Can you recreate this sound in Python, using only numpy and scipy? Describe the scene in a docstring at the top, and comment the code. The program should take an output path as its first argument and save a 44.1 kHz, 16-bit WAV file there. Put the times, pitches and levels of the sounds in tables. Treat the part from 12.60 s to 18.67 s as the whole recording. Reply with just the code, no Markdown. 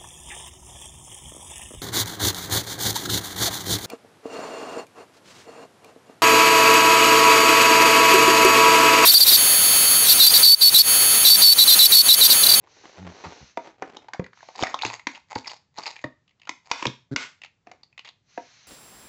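"""A plastic blister is pulled off its card by hand over a kitchen counter, close to the microphone.
The thin shell snaps and flexes in short noise jolts with ringing modes; the glued card tears in tiny clicks.
Skin rubs in grains and judders in trains of slips; pack and contents knock, hands bump the counter.
Decaying noise bands make the kitchen around it, a smooth background hiss fades in and out, and a limiter
ducks the hardest snaps, so the room swells up behind them; dense noise tails fill it out after two."""
import sys
import numpy as np
from scipy import signal
from scipy.fft import rfft, irfft, next_fast_len
from scipy.io import wavfile
from scipy.ndimage import uniform_filter1d, minimum_filter1d

SR = 44100
rng = np.random.default_rng(int(sys.argv[2]) if len(sys.argv) > 2 else 0)


def waveform_to_disk(signal):
    """Save audio, clipped to [-1, 1], as 16-bit WAV at the path in sys.argv[1]."""
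    frames = np.transpose(np.atleast_2d(signal))
    scaled = np.clip(frames, -1, 1) * 32767
    samples = np.round(scaled).astype(np.int16)
    wavfile.write(sys.argv[1], SR, samples)


N = 267687
TIME = np.arange(N) / SR

# steady background of the place, its spectrum: freq_hz [Hz], level_db [dB]
FLOOR_SPECTRUM = [(30, -15), (130, 0.5), (300, -16), (7000, -32)]
FLOOR_DB = -71
# a smooth background hiss fades in and out: start_s [s], length_s [s], level_db halfway [dB]
HISS_SWELLS = [(.1, 0.34, -56.5), (.5, 0.41, -53), (.97, 0.13, -60.5), (1.76, 0.21, -58.5),
               (5.7, 0.49, -57)]
# kitchen decay: freq_hz [Hz], t60_s [s]
ROOM_T60 = [(600, 0.25), (2500, 0.29)]
# a dense, even noise tail of the room swells up behind two hard snaps:
# start_s [s], length_s [s], level_db [dB]
ROOM_TAILS = [(4.125, 0.13, -43), (4.574, 0.039, -34.5)]
# hands bump the counter: start_s [s], level_db of the boom [dB], pitch_hz [Hz], t60_s [s]
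BUMPS = [(1.595, -17, 175, 0.045), (2.024, -25.5, 102, 0.06), (2.249, -35.5, 115, 0.22),
         (2.76, -33, 109.6, 0.09), (3.445, -34.5, 131.2, 0.15), (4.265, -27, 128.5, 0.19)]
# skin sticks and slips on the pack: start_s [s], end_s [s], slip_rate [slips per s], level_db [dB]
JUDDERS = [(0.374, 0.522, 91.4, -41.5), (0.655, 0.69, 84, -40), (0.809, 0.847, 76, -46),
           (4.511, 4.545, 136, -27)]
# fingertips scuff the card: start_s [s], length_s [s], level_db halfway [dB]
SCUFFS = [(.02, 0.092, -58.5), (.17, 0.64, -49.5), (.245, 0.019, -46), (.465, 0.019, -37.5),
          (.55, 0.19, -51.5), (.643, 0.0063, -37), (1.055, 0.027, -42), (1.185, 0.27, -53),
          (2.003, 0.022, -29), (5.075, 0.05, -53.5)]
# each pull tears a stretch of card and crinkles the shell: start_s [s], length_s [s], level_db halfway [dB]
PULLS = [(1.965, 0.072, -42.5), (2.015, 0.046, -30.5), (2.24, 0.099, -37.5), (2.51, 0.051, -45),
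         (2.705, 0.1, -47), (2.86, 0.067, -44), (3.18, 0.13, -41.5), (3.31, 0.095, -53),
         (4.065, 0.051, -52.5)]
# spectra of background hiss, scuffing and tearing: freq_hz [Hz], level_db [dB]
HISS_SPECTRUM = [(400, -10.5), (2300, 2.5), (3450, -2.5), (4200, 4), (4900, -2.5), (6200, 3.5), (8000, -20)]
SCUFF_SPECTRUM = [(120, -14.5), (380, 3.5), (850, -7.5), (2200, -9), (8000, -27.5)]
TEAR_SPECTRUM = [(100, -19.5), (400, -2), (2500, -1), (7500, -7)]
# resonances of the plastic shell: freq_hz [Hz], width_hz [Hz], level_db [dB]
SHELL = [(888, 240, 9.5), (1956, 260, 1.5), (2350, 540, -6.5), (3830, 830, -4), (4630, 610, 0.5),
         (6540, 280, 4.5)]
# single short ticks: a spot of the pack flexes, or, at low centres near 600-800 Hz, a small dull knock: start_s
# [s], level_db [dB], centre_hz [Hz]
TICKS = [(0.071, -54.5, 1090), (1.4841, -40.5, 700), (1.5446, -37.5, 730), (1.641, -44.5, 2000),
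         (1.663, -46, 1560), (1.731, -51, 1560), (1.806, -51, 1560), (1.828, -44.5, 700),
         (1.8858, -41.5, 640), (1.953, -43, 800), (1.9903, -32.5, 617), (2.0681, -24, 1820),
         (2.189, -37, 2350), (2.2132, -36.5, 2510), (2.2201, -27.5, 3930), (2.2329, -25.5, 843),
         (2.2987, -39, 2450), (2.308, -38.5, 1010), (2.32, -46, 4750), (2.329, -42.5, 1000),
         (2.352, -47, 4620), (2.394, -43.5, 2220), (2.7534, -36.5, 4500), (2.8446, -46, 2340),
         (2.8747, -35.5, 5000), (2.908, -42.5, 4900), (2.914, -44.5, 4600), (3.2342, -40, 4720),
         (3.3264, -53.5, 2450), (3.364, -42, 2320), (3.3905, -47, 2300), (3.4401, -29, 1750),
         (3.797, -62, 2750), (3.872, -42, 1350), (5.232, -48.5, 4570), (5.327, -60.5, 2480),
         (5.777, -49.5, 1830)]
# a crease gives way in a slow run of ticks:
# start_s [s], length_s [s], level_db of the first tick [dB], centre_hz [Hz]
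CREASES = [(1.773, .02, -54, 1630), (2.9415, 0.034, -56, 4600), (3.678, 0.038, -63, 2820),
           (3.816, 0.034, -52.5, 2600), (4.8165, 0.051, -44.5, 2780), (5.3775, 0.022, -42, 2570)]
# a patch of shell crumples in a fast run of ticks:
# start_s [s], length_s [s], level_db of the first tick [dB], centre_hz [Hz]
CRACKLES = [(.6424, .03, -37.5, 1020), (2.039, .014, -26, 2200), (2.256, .035, -36, 4110),
            (2.548, .02, -45, 2560), (2.857, .01, -44, 2130), (2.8706, .01, -38.5, 5240),
            (2.894, .01, -44.5, 3000), (3.173, .02, -45, 4180), (3.218, .025, -53, 2490),
            (3.2565, .02, -36, 2530), (3.263, .015, -35, 4640), (5.4465, .025, -48, 2690),
            (5.4735, .022, -48, 3080)]
# modes of the hollow pack and contents: freq_hz [Hz], mean level_db [dB]
BODY = [(330, -14.5), (506, -1.5), (703, -3), (946, 3)]
# duller blows on card and contents: start_s [s], level_db [dB], brightness [dB per octave],
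# ring_hz [Hz], body_db above level_db [dB]
KNOCKS = [(0.9721, -40.5, -1, 667, 11), (1.5944, -42.5, -4, 520, -0.5), (2.7568, -39, -2, 842, 3.5),
          (3.4407, -46.5, -5.5, 607, 7.5), (5.07, -57.5, -0.5, 708, -14.5), (5.1145, -58, 3.5, 728, -6),
          (5.7757, -46, -3, 707, 13)]
# the shell buckles: start_s [s], level_db [dB], brightness [dB per octave],
# ring_hz [Hz], ring_db above level_db [dB], fold_hz [Hz]
SNAPS = [(1.222, -34.5, -5.5, 762, 5, 1910), (1.3676, -43.5, -1.6, 843, 1, 3630),
         (1.5339, -42, 0.5, 1553, 6, 2010), (2.0239, -27, -5, 910, -3, 3480),
         (2.034, -22.5, 1, 737, 10.5, 2018), (2.1422, -38, 0, 1042, 14.5, 3800),
         (2.249, -27.5, -2.5, 964, -2, 2480), (2.4689, -28.5, -1, 973, 0, 2100),
         (3.184, -41.5, -3, 867, 8.5, 4840), (3.892, -34.5, 0.5, 1005, 2.5, 2240),
         (4.1136, -21, 3.5, 940, 10, 2330), (4.2248, -34, -2.5, 1010, 5.5, 2300),
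         (4.2534, -26, -3.5, 950, 1.5, 2370), (4.267, -28.5, -1, 1040, -10, 3680),
         (4.561, -22, 1, 1438, 1, 2530)]


def from_db(db):
    """Decibels to gain."""
    return 10 ** (np.asarray(db) / 20)


def rms_one(x):
    """Scale to rms 1."""
    return x / np.sqrt(np.mean(x ** 2) + 1e-20)


def at_hz(points, hz):
    """Read a table on a log-frequency axis."""
    freqs, values = np.transpose(points)
    return np.interp(np.log(hz + 1), np.log(freqs), values)


def band(x, low_hz, high_hz, order=2):
    """Causal band-pass."""
    sos = signal.butter(order, [low_hz, min(high_hz, SR / 2 - 1)], "band", fs=SR, output="sos")
    return signal.sosfilt(sos, x + 1e-18)


def resonance(x, hz, width_hz):
    """Two-pole resonance with gain near 1 at its peak."""
    r = np.exp(-np.pi * width_hz / SR)
    feed = np.array([1, 0, -1]) * (1 - r * r) / 2
    return signal.lfilter(feed, [1, -2 * r * np.cos(2 * np.pi * hz / SR), r * r], x + 1e-18)


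def colour(x, spectrum):
    """Filter a sound through a smooth spectrum; rms 1."""
    size = next_fast_len(N)
    gain = from_db(at_hz(spectrum, np.fft.rfftfreq(size, 1 / SR)))
    return rms_one(irfft(rfft(x, size) * gain, size)[:N])


def drift(per_s):
    """Random wander through per_s new values a second; rms 1."""
    knots = np.arange(0, N / SR + 1, 1 / per_s)
    values = rng.standard_normal(4096)[:len(knots)]
    return rms_one(np.interp(TIME, knots, values))


def dying(t, t60):
    """Exponential decay by 60 dB in t60 seconds."""
    return np.exp(-np.log(1000) * t / t60)


def add(track, s, sound):
    """Mix a sound in at a time."""
    at = round(s * SR)
    track[at:at + len(sound)] += sound[:N - at]


def blow_level(x, db):
    """Set the rms of a blow's first hundredth of a second."""
    return from_db(db) * x / np.sqrt(np.mean(x[:SR // 100] ** 2) + 1e-20)


def grains(per_s, spread_db):
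    """Random tiny clicks of uneven size and either sign; rms 1."""
    steps = np.minimum(rng.exponential(1, N), 4)
    sizes = from_db(spread_db * steps) * rng.choice([-1, 1], N)
    return rms_one(sizes * (rng.random(N) < per_s / SR))


def strokes(rows, attack_s, release_s, end_drop_db):
    """Gain that fades in, arcs through the middle of each row and fades out; times are for 60 dB."""
    power = 0
    for start, length, db in rows:
        along = np.clip((TIME - start) / length, 0, 1)
        before, after = np.maximum(start - TIME, 0), np.maximum(TIME - start - length, 0)
        fade = dying(before, attack_s) * dying(after, release_s)
        arc_db = db - end_drop_db * (2 * along - 1) ** 2
        power = power + (fade * from_db(arc_db)) ** 2
    return np.sqrt(power)


def background():
    """Steady coloured noise lies under the whole scene."""
    return from_db(FLOOR_DB) * colour(rng.standard_normal(N), FLOOR_SPECTRUM)


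def background_hiss():
    """Smooth, steady coloured noise fades in and out."""
    hiss = colour(rng.standard_normal(N), HISS_SPECTRUM)
    return strokes(HISS_SWELLS, attack_s=0.15, release_s=0.17, end_drop_db=5) * hiss


def kitchen(x, wet_db, bass_db):
    """Diffuse reflections build up within milliseconds and die band by band."""
    t, edges = np.arange(SR * 3 // 4) / SR, np.geomspace(70, 9000, 9)
    response = 0
    for low, high in zip(edges, edges[1:]):
        hz = np.sqrt(low * high)
        gain = from_db(at_hz([(300, bass_db), (1800, 0.96), (7000, 0.6)], hz))   # (Hz, dB)
        noise = band(rng.standard_normal(len(t)), low, high)
        response = response + gain * noise * dying(t, at_hz(ROOM_T60, hz))
    build_up = np.clip((t - 0.003) / 0.0057, 0, 1)
    response = response * build_up / np.sqrt(SR / 30)
    return from_db(wet_db) * signal.fftconvolve(x, response)[:N]


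def room_tails():
    """Crowded clicks blur into dense, even noise, the tail of the room behind two hard snaps."""
    dense = rms_one(band(grains(per_s=3200, spread_db=2), 1100, 3300, order=1))
    return strokes(ROOM_TAILS, attack_s=0.02, release_s=0.26, end_drop_db=0) * dense


def bumps():
    """A soft hand gives the counter a dull pat and sets one low mode booming."""
    out, t = np.zeros(N), np.arange(SR // 2) / SR
    for s, db, hz, t60 in BUMPS:
        boom = np.sin(2 * np.pi * hz * t) * dying(t, t60)
        thump = rms_one(band(rng.standard_normal(len(t)), 64, 310, order=3))
        pat = 0.76 * thump * dying(t, t60 / 2)
        soft_onset = 1 - dying(t, 0.0021)
        add(out, s, from_db(db) * (boom + pat) * soft_onset)
    return out


def judders():
    """A nearly regular train of soft slips groans in the card, each with a faint scratch."""
    out = np.zeros(N)
    for start, end, per_s, db in JUDDERS:
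        turns = np.cumsum(per_s * (1 + 0.049 * drift(60))) / SR
        slips = np.diff(np.floor(turns), prepend=0)
        noise = rng.standard_normal(N) * (1 - turns % 1) ** 2   # fades after each slip
        scratch = rms_one(resonance(noise, 1500, 220) + resonance(noise, 3600, 600) * 0.22)
        groan = rms_one(band(slips, per_s * 0.78, per_s * 2.47, order=3))
        along = np.clip((TIME - start) / (end - start), 0, 1)
        swell = np.sqrt(np.abs(np.sin(np.pi * along)))
        out += from_db(db) * (groan + 0.085 * scratch) * swell
    return out


def rubbing():
    """Skin catches on the card in small grains."""
    catches = grains(per_s=600, spread_db=3) * from_db(3.5 * drift(70))
    scuff = colour(catches + 1.9 * resonance(catches, 830, 220), SCUFF_SPECTRUM)
    return strokes(SCUFFS, attack_s=0.088, release_s=0.36, end_drop_db=7) * scuff


def tearing():
    """Card fibres and glue let go in uneven tiny clicks, shaking each shell resonance by a wandering amount."""
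    fibres = grains(per_s=450, spread_db=4) * from_db(2.5 * drift(100))
    crinkle = fibres / 2
    for hz, width, db in SHELL:
        crinkle = crinkle + resonance(fibres * from_db(db + 5.5 * drift(50)), hz, width)
    # the negative drop leaves a pull slightly stronger at its ends than halfway
    pull_gain = strokes(PULLS, attack_s=0.069, release_s=0.15, end_drop_db=-0.5)
    return pull_gain * colour(crinkle, TEAR_SPECTRUM)


def shell(x, direct):
    """The blister's resonances colour whatever shakes it."""
    return direct * x + sum(from_db(db) * resonance(x, hz, width) for hz, width, db in SHELL)


def jolt(t60, flutter_db, flutter_t60):
    """A fold runs across the sheet in a moment; the weaker flutter of its many crowded modes outlasts it."""
    t = np.arange(SR // 8) / SR
    fold = dying(t, t60) * (1 - dying(t, 0.016))
    flutter = from_db(flutter_db) * dying(t, flutter_t60)
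    return rng.standard_normal(len(t)) * (fold + flutter)


def tick(db, hz):
    """A short jolt shakes the shell and rings briefly at a pitch of its own."""
    push = shell(jolt(t60=0.011, flutter_db=-26.5, flutter_t60=0.12), direct=0.75)
    ring = resonance(push, hz, width_hz=364)
    return blow_level(band(ring + from_db(-20) * push, 260, 4900), db)


def tick_runs(rows, gap_s, loss_db):
    """Ticks at nearly even gaps, uneven in strength and pitch, fading by loss_db a tick as the fold gives way."""
    out = np.zeros(N)
    for start, length, db, hz in rows:
        for k in range(1 + int(length / gap_s)):
            late, strength, detune = rng.standard_normal(3) * min(k, 1)   # the first tick is exact
            delay = gap_s * (k + 0.15 * np.sqrt(k) * late)
            tick_db = db - loss_db * k + 2.5 * strength
            add(out, start + delay, tick(tick_db, hz * np.exp(0.096 * detune)))
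    return out


def flexing():
    """Single ticks, slow creases and fast crackles of the shell."""
    out = tick_runs(CREASES, gap_s=0.015, loss_db=1.5) + tick_runs(CRACKLES, gap_s=0.0053, loss_db=2.0)
    for s, db, hz in TICKS:
        add(out, s, tick(db, hz))
    return out


def blow(db, brightness, hz, ring_db, fold_hz, thud_db, clack_db, crack_db,
         t60, flutter_db, flutter_t60, ring_t60, broad, high_t60):
    """A blow shakes the whole pack (thud), one panel (ring) and its stiff creases (clack, crack)."""
    t = np.arange(SR // 8) / SR
    push = jolt(t60, flutter_db, flutter_t60)
    thud = band(push, 240, 621, order=3)
    turns = np.cumsum(hz * (1 + 0.017 * dying(t, 0.041))) / SR   # the panel's pitch settles as it relaxes
    panel = np.sin(2 * np.pi * turns) * dying(t, ring_t60) * (1 - dying(t, 0.00084))
    ring = blow_level(panel, 0) + broad * blow_level(band(push, 484, 1300, order=3), 0)
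    brief = push * dying(t, high_t60)   # the high modes die sooner
    clack = band(brief, fold_hz / 1.17, fold_hz * 1.13)
    crack = band(shell(brief, direct=4.5), 3400, 6390, order=3)
    # sound, dB, octaves from the ring over which brightness tilts the level
    parts = [(thud, thud_db, -1.5), (ring, ring_db, 0), (clack, clack_db, 1.15), (crack, crack_db, 2.25)]
    return sum(blow_level(part, db + part_db + brightness * octaves) for part, part_db, octaves in parts)


def knocks():
    """A duller blow also sets the hollow body ringing, each mode with a new strength."""
    out, t = np.zeros(N), np.arange(SR // 8) / SR
    for s, db, brightness, hz, body_db in KNOCKS:
        hit = blow(db, brightness, hz, ring_db=12, fold_hz=2150, thud_db=7.0, clack_db=4.5, crack_db=-4.0,
                   t60=0.013, flutter_db=-12.0, flutter_t60=0.037, ring_t60=0.057, broad=0.64, high_t60=0.071)
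        body = np.zeros(len(t))
        for k, (mode_hz, mode_db) in enumerate(BODY):
            strength = from_db(mode_db + rng.normal(0, 5.1))
            body += strength * np.sin(2 * np.pi * mode_hz * t) * (-1) ** k   # alternating sign
        add(out, s, hit + blow_level(body * dying(t, 0.081), db + body_db))
    return out


def snaps():
    """The shell buckles with a short blow, and the fold that gives way clacks in a band of its own."""
    out = np.zeros(N)
    for s, *snap in SNAPS:
        add(out, s, blow(*snap, thud_db=-5.0, clack_db=3.5, crack_db=-1.0, t60=0.0099, flutter_db=-26.0,
                         flutter_t60=0.093, ring_t60=0.029, broad=0.74, high_t60=0.19))
    return out


def scene():
    """The pack in the hands, the kitchen around it; flexing and room tails send less to the kitchen."""
    full_send = background_hiss() + bumps() + judders() + rubbing() + tearing() + knocks() + snaps()
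    less_send = room_tails() + flexing()
    room = kitchen(full_send + from_db(-2.5) * less_send, wet_db=-9, bass_db=1.9)
    return (background() + room + less_send + full_send)[None]


def limiter(x, ceiling_db, release_db_per_s):
    """Gain drops just ahead of a peak and climbs back steadily in decibels."""
    over = np.maximum(20 * np.log10(np.abs(x) + 1e-9) - ceiling_db, 0)
    climb = release_db_per_s * TIME
    gain = from_db(climb - np.maximum.accumulate(over + climb, axis=-1))
    ahead = minimum_filter1d(gain, SR // 500)   # 2 ms window, centred
    return x * uniform_filter1d(ahead, SR // 500)


def record(dry):
    """A limiter, a microphone without deep bass, then a steep cut of the top."""
    limited = limiter(dry, ceiling_db=-9.5, release_db_per_s=117.0)
    thinned = signal.sosfilt(signal.butter(2, 50, "high", fs=SR, output="sos"), limited)
    return signal.sosfilt(signal.butter(26, 7700, fs=SR, output="sos"), thinned)


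dry = scene()
out = record(dry)
waveform_to_disk(out)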